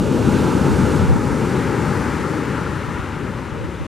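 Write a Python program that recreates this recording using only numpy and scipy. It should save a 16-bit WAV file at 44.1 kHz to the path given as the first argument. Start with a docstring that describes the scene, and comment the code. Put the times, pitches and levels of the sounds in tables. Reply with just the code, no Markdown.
"""Surf on a sandy beach, heard from the dune; light wind buffets the microphone throughout.
First a breaker collapses with the low roar of trapped air. From about 1 s the microphone turns
along the shore and the surf shifts left, while the wave runs up the sand as churning water,
ringing bubbles and hissing foam. It dies away; the sound stops abruptly at 3.87 s."""
import sys
import numpy as np
from scipy import signal
from scipy.fft import rfft, irfft
from scipy.io import wavfile

SR = 44100
rng = np.random.default_rng(int(sys.argv[2]) if len(sys.argv) > 2 else 0)


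def digitize_waveform(pressure):
    """Quantize a signal to 16-bit integers and store it at the path in sys.argv[1].

    Rows of a 2-D input are taken as channels; values are limited to [-1, 1].
    """
    field = np.atleast_2d(pressure).T
    bounded = np.clip(field, -1, 1)
    quanta = np.round(bounded * 32767).astype(np.int16)
    wavfile.write(sys.argv[1], SR, quanta)


N = 176400
TIME_S = np.arange(N) / SR
FREQS_HZ = np.maximum(np.arange(N // 2 + 1) * SR / N, 1)

# Envelope of splash and bubbles. Each row: time in seconds, level in dB before trim.
SPLASH_ENVELOPE = [(0, -42.5), (0.4, -37.5), (0.7, -37), (0.95, -36), (1.2, -37), (1.62, -34.5),
                   (2.25, -36), (2.6, -37), (2.95, -38.5), (3.3, -40.5), (3.85, -44.5)]
# Surf balance before and after the turn. Each row: frequency in Hz, left minus right in dB.
PAN_FACING = [(60, 6), (220, 5), (600, 2.5), (860, 1.5), (1100, 0), (2000, -1), (6000, 0.5), (9000, .7)]
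PAN_TURNED = [(60, 5.5), (400, 5.6), (880, 4.27), (1100, 7.2), (1380, 3), (1750, 4.5), (2800, 3), (4800, 1),
              (6300, 1), (7800, 2.1), (13000, 1)]


def from_db(db):
    """Decibels to gain."""
    return np.exp(np.asarray(db) * np.log(10) / 20)


def unit_rms(x):
    """Scale to an rms of 1."""
    return x / np.sqrt(np.mean(x ** 2) + 1e-20)


def over_time(rows):
    """Read a table at every sample."""
    return np.interp(TIME_S, *np.transpose(rows))


def at_hz(rows, hz):
    """Read a table on a log-frequency axis."""
    freqs_hz, values = np.transpose(rows)
    return np.interp(np.log(hz), np.log(freqs_hz), values)


def noise_spectra(shape):
    """Spectra of two independent unit-rms noises, falling steeply beyond the table's ends."""
    skirts = np.minimum(FREQS_HZ / shape[0][0], 1) * np.minimum(shape[-1][0] / FREQS_HZ, 1)
    gains = unit_rms(from_db(at_hz(shape, FREQS_HZ)) * skirts ** 8)
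    return rfft(rng.standard_normal((2, N))) * gains


def drift(corner_hz):
    """Slow random wander, rms 1."""
    hop, settle = 40, 2000
    pole = np.exp(-2 * np.pi * corner_hz * hop / SR)
    noise = rng.standard_normal(N // hop + settle + 2)
    slow = signal.lfilter([1], [1, -2 * pole, pole * pole], noise)[settle:]
    return np.interp(np.arange(N) / hop, np.arange(len(slow)), unit_rms(slow))


def pan(left_db):
    """Left and right gains with a mean of 1."""
    ratio = from_db(left_db)
    return np.reshape([2 * ratio / (1 + ratio), 2 / (1 + ratio)], (2, -1))


def turning(facing, turned, hz, turn_s=1.3):
    """A stereo property at one frequency as the microphone turns."""
    # Each row: frequency in Hz, midpoint of its shift in seconds.
    midpoints = [(600, 1.2), (1100, 1.2), (1700, 1.23), (2800, 2.1), (5000, 2.2), (8000, 0.97),
                 (12000, 1.4)]
    progress = (TIME_S - at_hz(midpoints, hz)) / turn_s
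    return np.interp(progress, [-0.5, 0.5], [at_hz(facing, hz), at_hz(turned, hz)])


def turning_tone(surf, start_s=1.1, end_s=2.3):
    """Ripples in the surf's spectrum give way to others as the microphone turns."""
    # Each row: frequency in Hz, gain in dB.
    eq_facing = [(120, -0.5), (250, -0.5), (420, -0.5), (620, -2.7), (820, 1), (1080, -1.5), (1650, 1),
                 (1900, -2.5), (2170, 0.8), (2550, -1.5), (3200, -1.5), (3620, 0.3), (4100, -0.2),
                 (5200, 0.2), (6300, .5), (9000, 0)]
    eq_turned = [(160, 0.5), (215, -2.5), (290, 0.5), (400, 0.1), (590, 1.6), (690, -1), (800, -1),
                 (880, -3.1), (1080, 2.2), (1370, -1), (1600, 0.5), (2200, 0.1), (2800, 0.4), (3700, -0.5),
                 (4700, 1.2), (7000, -0.5), (10500, -0.9), (14000, -1)]
    facing = irfft(rfft(surf) * from_db(at_hz(eq_facing, FREQS_HZ)), N)
    turned = irfft(rfft(surf) * from_db(at_hz(eq_turned, FREQS_HZ)), N)
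    share = np.interp(TIME_S, [start_s, end_s], [0, 1])
    return (1 - share) * facing + share * turned


def wind(breeze_db=-43.5, correlation=-0.96):
    """Short buffets over a faint breeze push the two microphone ports mostly in opposite directions."""
    # Each row: frequency in Hz, relative density in dB.
    spectrum = [(15, -32.5), (25, -15), (45, -14.5), (70, 1.5), (100, 9), (130, -13), (190, -4),
                (300, -20.5), (500, -29)]
    # Each row: centre in seconds, length in seconds, level in dB.
    buffets = [(.72, 0.074, -21), (1.033, 0.049, -18), (1.104, 0.045, -16), (1.163, 0.079, -15.5),
               (1.327, 0.034, -26), (2.2, .04, -37), (2.885, .04, -30), (2.997, 0.029, -28),
               (3.538, 0.083, -35), (3.63, 0.052, -25.5), (3.816, 0.038, -26.5)]
    mid, side = irfft(noise_spectra(spectrum), N)
    rumble = np.sqrt((1 + correlation) / 2) * mid + np.sqrt((1 - correlation) / 2) * side * [[1], [-1]]
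    gusts = sum(from_db(db) * np.exp(-(2 * (TIME_S - centre_s) / length_s) ** 2)
                for centre_s, length_s, db in buffets)
    return rumble * (from_db(breeze_db) + gusts) * pan(left_db=3)


def bubbles(per_s=400, low_hz=814, high_hz=2380, pitches=16, ring_cycles=36, spread_db=3, trim_db=-11.5):
    """Single larger bubbles ring briefly inside the splash."""
    strengths = from_db(spread_db * np.minimum(rng.exponential(1, N), 4)) * rng.choice([-1, 1], N)
    kicks = strengths * (rng.random(N) < per_s / SR)
    pitch_index = rng.integers(0, pitches, N)
    ringing = 0
    for k, hz in enumerate(np.geomspace(low_hz, high_hz, pitches)):
        radius = np.exp(-np.log(1000) * hz / (ring_cycles * SR))  # -60 dB after ring_cycles
        resonator = [1, -2 * radius * np.cos(2 * np.pi * hz / SR), radius * radius]
        ringing += signal.lfilter([1 / hz, 0, -1 / hz], resonator, kicks * (pitch_index == k) + 1e-18)
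    left_db = turning(PAN_FACING, PAN_TURNED, np.sqrt(low_hz * high_hz))
    return unit_rms(ringing) * from_db(over_time(SPLASH_ENVELOPE) + trim_db) * pan(left_db)


def white_water(spectrum, envelope, trim_db, swell_db, flicker_db):
    """Countless merged bubbles: third-octave bands that surge together and flicker on their own."""
    # Each row: frequency in Hz, left-right correlation.
    correlation_facing = [(50, 0.6), (170, 1), (350, 0.8), (550, 0.87), (850, 0.9), (1100, 0.78),
                          (1600, 0.99), (2600, 1), (5300, 1), (6300, 1), (7500, .55), (11000, .38)]
    correlation_turned = [(50, 1), (170, 0.99), (500, 0.92), (850, 0.94), (1100, 0.89), (1600, 0.97),
                          (2600, 0.98), (4500, 1), (5600, 0.84), (7000, 0.4), (11000, .03), (14000, -0.27)]
    noise = noise_spectra(spectrum)
    thirds = 3 * np.log2(FREQS_HZ)
    first, last = np.interp([spectrum[0][0], spectrum[-1][0]], FREQS_HZ, thirds)
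    water = 0
    for k in range(int(first), int(last) + 2):
        hz = 2 ** (k / 3)
        mid, side = irfft(noise * np.maximum(1 - np.abs(thirds - k), 0), N)
        correlation = turning(correlation_facing, correlation_turned, hz)
        band = mid + np.sqrt((1 - correlation) / (1 + correlation)) * side * [[1], [-1]]
        flicker = from_db(flicker_db * drift(corner_hz=12))
        water += band * pan(turning(PAN_FACING, PAN_TURNED, hz)) * flicker
    return water * from_db(over_time(envelope) + trim_db + swell_db * drift(corner_hz=2.3))


def breaker():
    """Trapped air rumbles and roars; the bore churns, splashes and sprays; swash rings, foam hisses."""
    # Layer spectra. Each row: frequency in Hz, relative density in dB.
    rumble_spectrum = [(20, -27), (30, -15.5), (45, -14), (65, -2.5), (78, -2.5), (98, -2.5), (120, -13)]
    roar_spectrum = [(88, -19.5), (118, 0.05), (160, 0.36), (255, -1.43), (300, -3.5), (450, -7),
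                     (570, -12.5), (640, -17), (700, -28.5)]
    churn_spectrum = [(660, -29.5), (730, -7.5), (790, -3), (880, 1), (960, -1.5), (1080, -6.5),
                      (1280, -2.5), (1400, -4), (1540, -8), (1750, -29)]
    splash_spectrum = [(1350, -21), (1580, 0.5), (1950, -1.5), (2400, -7.5), (2850, -31)]
    spray_spectrum = [(2150, -11), (2520, -0.5), (2850, -1), (3250, -5.5), (3620, -6), (4100, -9),
                      (4800, -32.5)]
    swash_spectrum = [(1180, -21), (1290, -11), (1360, -0.5), (1440, -5), (1580, -18)]
    foam_spectrum = [(3600, -22.5), (4250, 1.5), (5000, -0.5), (6300, -0.5), (8600, -3.5), (10500, -8),
                     (13200, -14.5), (15000, -21), (15700, -37)]
    # Layer envelopes. Each row: time in seconds, level in dB before trim.
    rumble_envelope = [(0, -24.5), (0.35, -21.5), (0.8, -22), (1.02, -20.5), (1.25, -25.5), (1.6, -30),
                       (2.05, -24), (2.4, -34), (2.8, -29.5), (3.3, -28.5), (3.85, -34)]
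    roar_envelope = [(0, -17.5), (0.3, -16), (0.6, -17), (0.78, -16), (1, -17.5), (1.15, -20.4), (1.7, -20),
                     (2.2, -23.5), (2.4, -22.5), (2.65, -25.5), (3.1, -29.5), (3.25, -27.5), (3.5, -30),
                     (3.6, -28), (3.85, -31)]
    churn_envelope = [(0, -33.0), (0.3, -28), (1, -27.5), (1.2, -29), (1.7, -28.5), (2, -28), (2.4, -31),
                      (2.8, -32.5), (3.2, -34.5), (3.85, -38.5)]
    spray_envelope = [(0, -41), (0.35, -38.5), (0.75, -39.5), (0.98, -39), (1.2, -43.5), (1.6, -41),
                      (2.1, -42.5), (2.55, -43), (2.8, -44), (3.3, -46), (3.85, -47.7)]
    swash_envelope = [(0, -60), (0.9, -39), (1.3, -46), (1.9, -48), (2.25, -37), (2.45, -40.5),
                      (2.72, -34.5), (3.0, -39.5), (3.35, -48), (3.85, -50.5)]
    foam_envelope = [(0, -43.5), (0.3, -40.5), (0.82, -41), (0.96, -39.5), (1.1, -43.5), (1.22, -44),
                     (1.45, -43), (1.9, -44.0), (2.3, -45.5), (2.5, -47), (2.9, -49), (3.3, -52),
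                     (3.85, -53)]
    rumble = white_water(rumble_spectrum, rumble_envelope, trim_db=-3.5, swell_db=0.5, flicker_db=-0.6)
    roar = white_water(roar_spectrum, roar_envelope, trim_db=0.7, swell_db=-0.08, flicker_db=0.86)
    churn = white_water(churn_spectrum, churn_envelope, trim_db=-0.16, swell_db=-0.25, flicker_db=0.63)
    splash = white_water(splash_spectrum, SPLASH_ENVELOPE, trim_db=0.18, swell_db=-0.24, flicker_db=0.9)
    spray = white_water(spray_spectrum, spray_envelope, trim_db=0, swell_db=-0.5, flicker_db=0.45)
    swash = white_water(swash_spectrum, swash_envelope, trim_db=-1.5, swell_db=4, flicker_db=-3)
    foam = white_water(foam_spectrum, foam_envelope, trim_db=-0.14, swell_db=0.46, flicker_db=0.03)
    return rumble + roar + churn + splash + spray + swash + foam


def scene():
    """The wave and the wind."""
    return turning_tone(breaker() + bubbles()) + wind()


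def record(dry, ceiling=0.85, stop_s=3.868, fade_s=0.002, stopband_hz=16050):
    """Soft clip, abrupt stop, steep low-pass."""
    rounded = dry / (1 + (dry / ceiling) ** 6) ** (1 / 6)
    gate = np.clip((stop_s - TIME_S) / fade_s, 0, 1)
    lowpass = signal.cheby2(16, 60, stopband_hz, fs=SR, output="sos")
    return signal.sosfilt(lowpass, rounded * gate)


dry = scene()
out = record(dry)
digitize_waveform(out)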